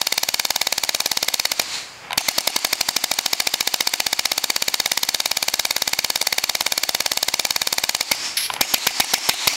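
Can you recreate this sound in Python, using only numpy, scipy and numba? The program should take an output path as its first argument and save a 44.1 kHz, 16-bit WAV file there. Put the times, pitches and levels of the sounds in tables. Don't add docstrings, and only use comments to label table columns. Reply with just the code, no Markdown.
import sys
import numpy as np
from scipy import signal
from scipy.fft import rfft, irfft
from scipy.io import wavfile
from numba import njit

SR = 44100
rng = np.random.default_rng(int(sys.argv[2]) if len(sys.argv) > 2 else 0)


def transcribe(signal):
    frames = np.atleast_2d(signal).T
    limited = np.clip(frames, -1, 1)
    pcm = np.round(limited * 32767).astype(np.int16)
    wavfile.write(sys.argv[1], SR, pcm)


N = 421578
RUNNING_TURN_S = .056


def undb(db):
    return 10 ** (np.asarray(db) / 20)


def response(colour, size=2048):
    hz, db = np.transpose(colour)
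    bins = np.maximum(np.arange(size // 2 + 1) * SR / size, 1)
    gain = undb(np.interp(np.log(bins), np.log(hz), db))
    cepstrum = irfft(np.log(gain))
    cepstrum[1:size // 2] *= 2
    cepstrum[size // 2 + 1:] = 0
    h = irfft(np.exp(rfft(cepstrum)))
    return h / np.linalg.norm(h)


def through(x, h):
    return signal.fftconvolve(x, h)[:N]


def noise(colour):
    return through(rng.standard_normal(N), response(colour))


def ring(hz, t60):
    t = np.arange(SR // 10) / SR
    return np.sin(2 * np.pi * hz * t) * np.exp(-np.log(1000) * t / t60)


def impulses(times, sizes):
    out = np.zeros(N)
    np.add.at(out, np.clip(np.round(times * SR).astype(int), 0, N - 1), sizes)
    return out


def swells(centres, widths, sizes):
    out, span = np.zeros(N), np.arange(-SR // 20, SR // 20)
    for centre, width, size in zip(centres, widths, sizes):
        i = np.clip(int(centre * SR) + span, 0, N - 1)
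        out[i] += size * np.exp(-.5 * ((i / SR - centre) / width) ** 2)
    return out


def held(start_s, hold_s, db, rise_db_per_s, fall_db_per_s):
    t = np.arange(N) / SR
    early, late = np.maximum(start_s - t, 0), np.maximum(t - start_s - hold_s, 0)
    return undb(db - rise_db_per_s * early - fall_db_per_s * late)


def scatter(times, spread_db):
    return undb(spread_db * rng.standard_normal(len(times)))


def chatter(hits, t60):
    fade = np.exp(-np.log(1000) * np.arange(SR // 10) / SR / t60)
    return through(hits, fade / np.linalg.norm(fade)) * rng.standard_normal(N)


@njit
def moving_band(x, hz, width_hz):
    y, band, low = np.empty(len(x)), 0., 0.
    for i in range(len(x)):
        g, damping = np.tan(np.pi * hz[i] / SR), width_hz / hz[i]
        v = (band + g * (x[i] - low)) / (1 + g * (g + damping))
        band, low = 2 * v - band, low + 2 * g * v
        y[i] = damping * v
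    return y


def half_whistle(hz, width_hz):
    band = moving_band(rng.standard_normal(N), hz, float(width_hz))
    band = moving_band(band, hz, float(width_hz))
    return band / np.std(band)


# (frequency [Hz], level [dB])
ROOM_COLOUR = [(25, -8), (110, -12), (220, -11.5), (650, 1), (1300, -1), (2500, -19), (3000, -5),
               (5000, -13.5), (16000, -21)]

def room_tone():
    return undb(-50.5) * noise(ROOM_COLOUR)


def room(x, db, t60):
    t = np.arange(SR // 2) / SR
    tail = rng.standard_normal(len(t)) * np.exp(-np.log(1000) * t / t60) * (t > WALL_ECHO_S)
    return x + undb(db) * through(x, tail / np.linalg.norm(tail))


WALL_ECHO_S = .00135

def wall(x, echo_db):
    lag = int(WALL_ECHO_S * SR)
    bright = signal.sosfilt(signal.butter(1, 350, "high", fs=SR, output="sos"), x)
    return x + undb(echo_db) * np.r_[np.zeros(lag), bright[:-lag]]


# (time [s], hold [s], level [dB])
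RUBS = [(1.602, .42, -44), (2.048, .11, -38.5), (8.183, .3, -44.5), (8.534, .085, -36)]
# (frequency [Hz], level [dB])
RUB_COLOUR = [(40, -17), (110, -1.5), (300, -9.5), (650, -3), (1200, -3.5), (2400, -3.5), (3300, -11),
              (8000, -68), (16000, -58)]

def fingers():
    grips = [held(s, hold_s, db, rise_db_per_s=150, fall_db_per_s=400) for s, hold_s, db in RUBS]
    return np.max(grips, axis=0) * noise(RUB_COLOUR)


# (time [s], relative level [dB], treble offset [dB])
KNOCKS = [(2.107, -4.5, -20), (2.12, -7, -16), (2.13, -1, -2), (8.501, -4.5, -16), (8.503, -9, -21),
          (8.538, -11.5, 12), (8.564, -7.5, -16)]
# (frequency [Hz], level [dB])
KNOCK_COLOUR = [(150, -47), (600, -6.5), (1000, 5.5), (1500, -5), (2400, 1.5), (3600, -0.5), (5000, -15),
                (16000, -43)]
# (frequency [Hz], level [dB])
TICK_COLOUR = [(200, -8.5), (800, 9), (1400, -1.5), (2900, -3.5), (5000, 5.5), (7500, 2), (9500, 4.5),
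               (11800, -1.5), (13000, -4), (16000, -13)]

def linkage():
    times, db, treble_db = np.transpose(KNOCKS)
    hits = impulses(times, undb(db))
    bright_hits = impulses(times, undb(db + treble_db))
    body = undb(6) * through(chatter(hits, t60=.012), response(KNOCK_COLOUR))
    edge = through(chatter(bright_hits, t60=.012), response(TICK_COLOUR))
    clink = undb(-25) * through(hits, ring(hz=1015, t60=.098))
    return body + edge + clink


# (frequency [Hz], level [dB])
LEAK_COLOUR = [(60, -50), (300, -7.5), (460, -15), (950, -4), (1500, -8.5), (2200, -1), (3000, -4),
               (4200, -4), (5500, -5), (7200, -4), (9000, -14), (12000, -22), (16000, -31)]

def piston_leak(times, turn_s):
    t = np.arange(N) / SR
    turn = np.maximum(np.searchsorted(times, t) - 1, 0)
    doublings = np.log2(turn_s / RUNNING_TURN_S)
    slowness = np.interp(t, times, doublings)
    stalled_s = np.maximum(t - times[turn] - turn_s[turn], 0)
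    db_per_doubling, fade_db_per_s = 5.5, 50
    leak_db = -35.5 + db_per_doubling * slowness - fade_db_per_s * stalled_s
    turns_done = np.interp(t, times, np.arange(len(times)))
    pressure_db = 3 * np.cos(2 * np.pi * (turns_done - .8))
    wander = .17 * rng.standard_normal((len(times), 2)).T
    octaves = np.clip(doublings * (.093 + wander), -1, 1)
    whistle = sum(half_whistle(4490 * 2 ** side[turn], width_hz=650) for side in octaves)
    hiss = undb(-2) * noise(LEAK_COLOUR)
    return undb(leak_db + pressure_db) * (hiss + undb(-9.5 + slowness) * whistle)


# (time [s], level [dB], whistle pitch [Hz], whistle offset [dB])
SQUEEZES = [(1.75, -24.5, 4140, -5.5), (8.255, -24.5, 5260, -5)]

def squeezed_air():
    t, out = np.arange(N) / SR, np.zeros(N)
    slope_db_per_s, rounding_s = 128, .0079
    for peak_s, db, hz, whistle_db in SQUEEZES:
        away_s = np.hypot(t - peak_s, rounding_s) - rounding_s
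        whistle = undb(whistle_db) * half_whistle(np.full(N, float(hz)), width_hz=820)
        hiss = undb(-2.5) * noise(LEAK_COLOUR)
        out += undb(db - slope_db_per_s * away_s) * (hiss + whistle)
    return out


# (frequency [Hz], level [dB])
HISS_COLOUR = [(300, -61), (900, -22), (2300, -2.5), (3200, -4.5), (5400, 0.5), (6800, -16), (9600, -15),
               (10700, 2), (11500, -4), (12600, -18), (16000, -17)]

def valve_hiss():
    opening = dict(start_s=8.371, rise_db_per_s=7000)
    spurt = held(**opening, hold_s=0, db=-14, fall_db_per_s=400)
    blow = held(**opening, hold_s=.091, db=-23, fall_db_per_s=650)
    trickle = held(**opening, hold_s=.19, db=-37, fall_db_per_s=500)
    return np.max([spurt, blow, trickle], axis=0) * noise(HISS_COLOUR)


def clack_times(run):
    run_s, speed = np.transpose(run)
    t = np.arange(run_s[0], run_s[-1], 1 / SR)
    turns = np.cumsum(np.interp(t, run_s, speed)) / SR
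    return np.interp(np.arange(int(turns[-1]) + 1), turns, t)


# (time [s], speed [turns/s])
STEADY_RUN = [(0.0164, 18.2772), (0.4407, 18.3975), (1.0477, 17.778), (1.4364, 17.8097), (1.6136, 10.1995)]
# (time [s], speed [turns/s])
SPIN_UP_RUN = [(2.1799, 8.6422), (2.35, 10.5317), (2.8, 12.6699), (3.54, 14.7149), (4.78, 16.9639),
               (5.15, 17.7789), (6.49, 17.7799), (6.81, 17.5815), (7.34, 18.0292), (7.93, 18.1466),
               (7.99, 16.491), (8.16, 0.0)]
# (time [s], speed [turns/s])
LIMPING_RUN = [(8.6139, 7.7088), (8.8155, 7.7879), (9.1783, 7.1271), (9.265, 5.8234), (9.4932, 5.1175)]

def flywheel():
    times = np.concatenate([clack_times(run) for run in (STEADY_RUN, SPIN_UP_RUN, LIMPING_RUN)])
    gaps = np.diff(times)
    return times, np.minimum(np.r_[gaps[0], gaps], np.r_[gaps, gaps[-1]])


def valve_return(times, turn_s):
    slow = turn_s / RUNNING_TURN_S
    jitter_s = .0005 * rng.standard_normal(len(times))
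    seat_s = times + .275 * turn_s * slow ** .12 + jitter_s
    seating = impulses(seat_s, scatter(times, spread_db=5) * slow ** .78)
    early = undb(-1.5) * impulses(seat_s - .0055, scatter(times, spread_db=6) * slow ** .61)
    taps = impulses(seat_s - .003, scatter(times, spread_db=1) * slow ** .9)
    ticks = undb(-12.5) * through(chatter(early + seating, t60=.016), response(TICK_COLOUR))
    rod = undb(-36) * ring(hz=750, t60=.03) + undb(-33) * ring(hz=2850, t60=.025)
    return ticks + through(taps, rod)


# (frequency [Hz], level [dB])
JET_COLOUR = [(60, -49), (450, -12.5), (800, -5.5), (1250, -16.5), (1750, -16), (2120, 4.5), (2600, -19),
              (3200, -8.5), (4600, -8), (7000, -10.5), (9700, -20), (11500, -7), (13000, -13.5),
              (16000, -14.5)]
# (frequency [Hz], level [dB])
SHRILL_COLOUR = [(300, 3.5), (5000, -3.5), (9700, -8), (10800, 3), (11500, 11.5), (12600, -9), (16000, -44)]

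def exhaust(times, turn_s):
    slow = turn_s / RUNNING_TURN_S
    size = slow ** .27 * scatter(times, spread_db=1)
    lead_s, width_s = .0014 * slow ** .7, .00105 * slow ** .4
    jet = undb(-14.5) * swells(times - lead_s, width_s, size) * noise(JET_COLOUR)
    crack = swells(times - .0046, np.full(len(times), .0005), size)
    spit = undb(-28) * crack * noise(TICK_COLOUR)
    edge = swells(times - .95 * lead_s, .93 * width_s, np.clip(slow - 1.2, 0, 1))
    shrill = undb(-13.5) * edge * noise(SHRILL_COLOUR)
    still_open = swells(times + .11 * turn_s, .095 * turn_s, np.clip(slow - 1.4, 0, .7))
    port_colour = [(1200, -47), (1950, -11), (2250, 1), (2650, -7), (4000, -26)]
    whistle = undb(-24.5) * still_open * noise(port_colour)
    return jet + spit + shrill + whistle


# (frequency [Hz], level [dB])
CLACK_COLOUR = [(100, -36), (500, -22), (1500, -22), (2250, -9), (3100, -12), (3800, -1), (4500, 0),
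                (5300, -3), (6100, -4.5), (7200, -4.5), (8200, -16), (9500, -18), (11000, -27),
                (14000, -18), (16000, -24)]
# (frequency [Hz], level [dB])
BUZZ_COLOUR = [(200, -29), (900, -20), (2250, 1), (3000, -1.5), (3800, 0.5), (4600, 1), (5300, 2),
               (6500, -4), (8200, -6), (11000, -17.5), (16000, -10)]
# (frequency [Hz], level [dB], t60 [s])
FRAME_MODES = [(312, -55, 0.082), (1725, -32.5, 0.063), (2450, -15, 0.012), (3860, -49, 0.053),
               (4670, -29, 0.0099), (5160, -59, 0.028), (6360, -42, 0.059)]
# (frequency [Hz], level [dB])
THUMP_COLOUR = [(30, -35), (90, -22), (160, -14), (272, -6.5), (400, -8.5), (520, 1), (700, -0.5),
                (1000, 0.5), (1250, -2.5), (2000, -44), (8000, -22)]
# (frequency [Hz], level [dB])
POP_COLOUR = [(30, -43), (120, -16), (260, 3), (450, 0.5), (750, 4), (1100, 3.5), (2000, -20.5),
              (8000, -20)]

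def valve_clack(times, turn_s):
    slow = turn_s / RUNNING_TURN_S
    hits = impulses(times - .0001, slow ** .24 * scatter(times, spread_db=.5))
    clack = undb(12) * through(hits, response(CLACK_COLOUR))
    shaken = impulses(times + .0006, slow)
    buzz = undb(5.5) * through(chatter(shaken, t60=.012), response(BUZZ_COLOUR))
    frame = through(hits, sum(undb(db) * ring(hz, t60) for hz, db, t60 in FRAME_MODES))
    lifts = impulses(times - .00095, slow ** .4 * scatter(times, spread_db=.3))
    thump = undb(3) * through(lifts, response(THUMP_COLOUR))
    openings = impulses(times - .00318 * slow ** .5, np.clip(slow - 1, 0, 1.2))
    pop = undb(-1) * through(openings, response(POP_COLOUR))
    return clack + buzz + frame + thump + pop


def scene():
    times, turn_s = flywheel()
    metal = valve_clack(times, turn_s) + valve_return(times, turn_s) + linkage()
    air = exhaust(times, turn_s) + piston_leak(times, turn_s) + squeezed_air() + valve_hiss()
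    close = wall(metal, echo_db=-10) + air + fingers()
    return (room(close, db=-19.5, t60=.48) + room_tone())[None]


def record(dry):
    ceiling, top_hz = .7, 15800
    oversampled = signal.resample_poly(dry, 2, 1, axis=1)
    rounded = oversampled / (1 + (oversampled / ceiling) ** 4) ** (1 / 4)
    limited = signal.resample_poly(rounded, 1, 2, axis=1)
    return signal.fftconvolve(limited, signal.firwin(255, top_hz, fs=SR)[None], "same")


dry = scene()
out = record(dry)
transcribe(out)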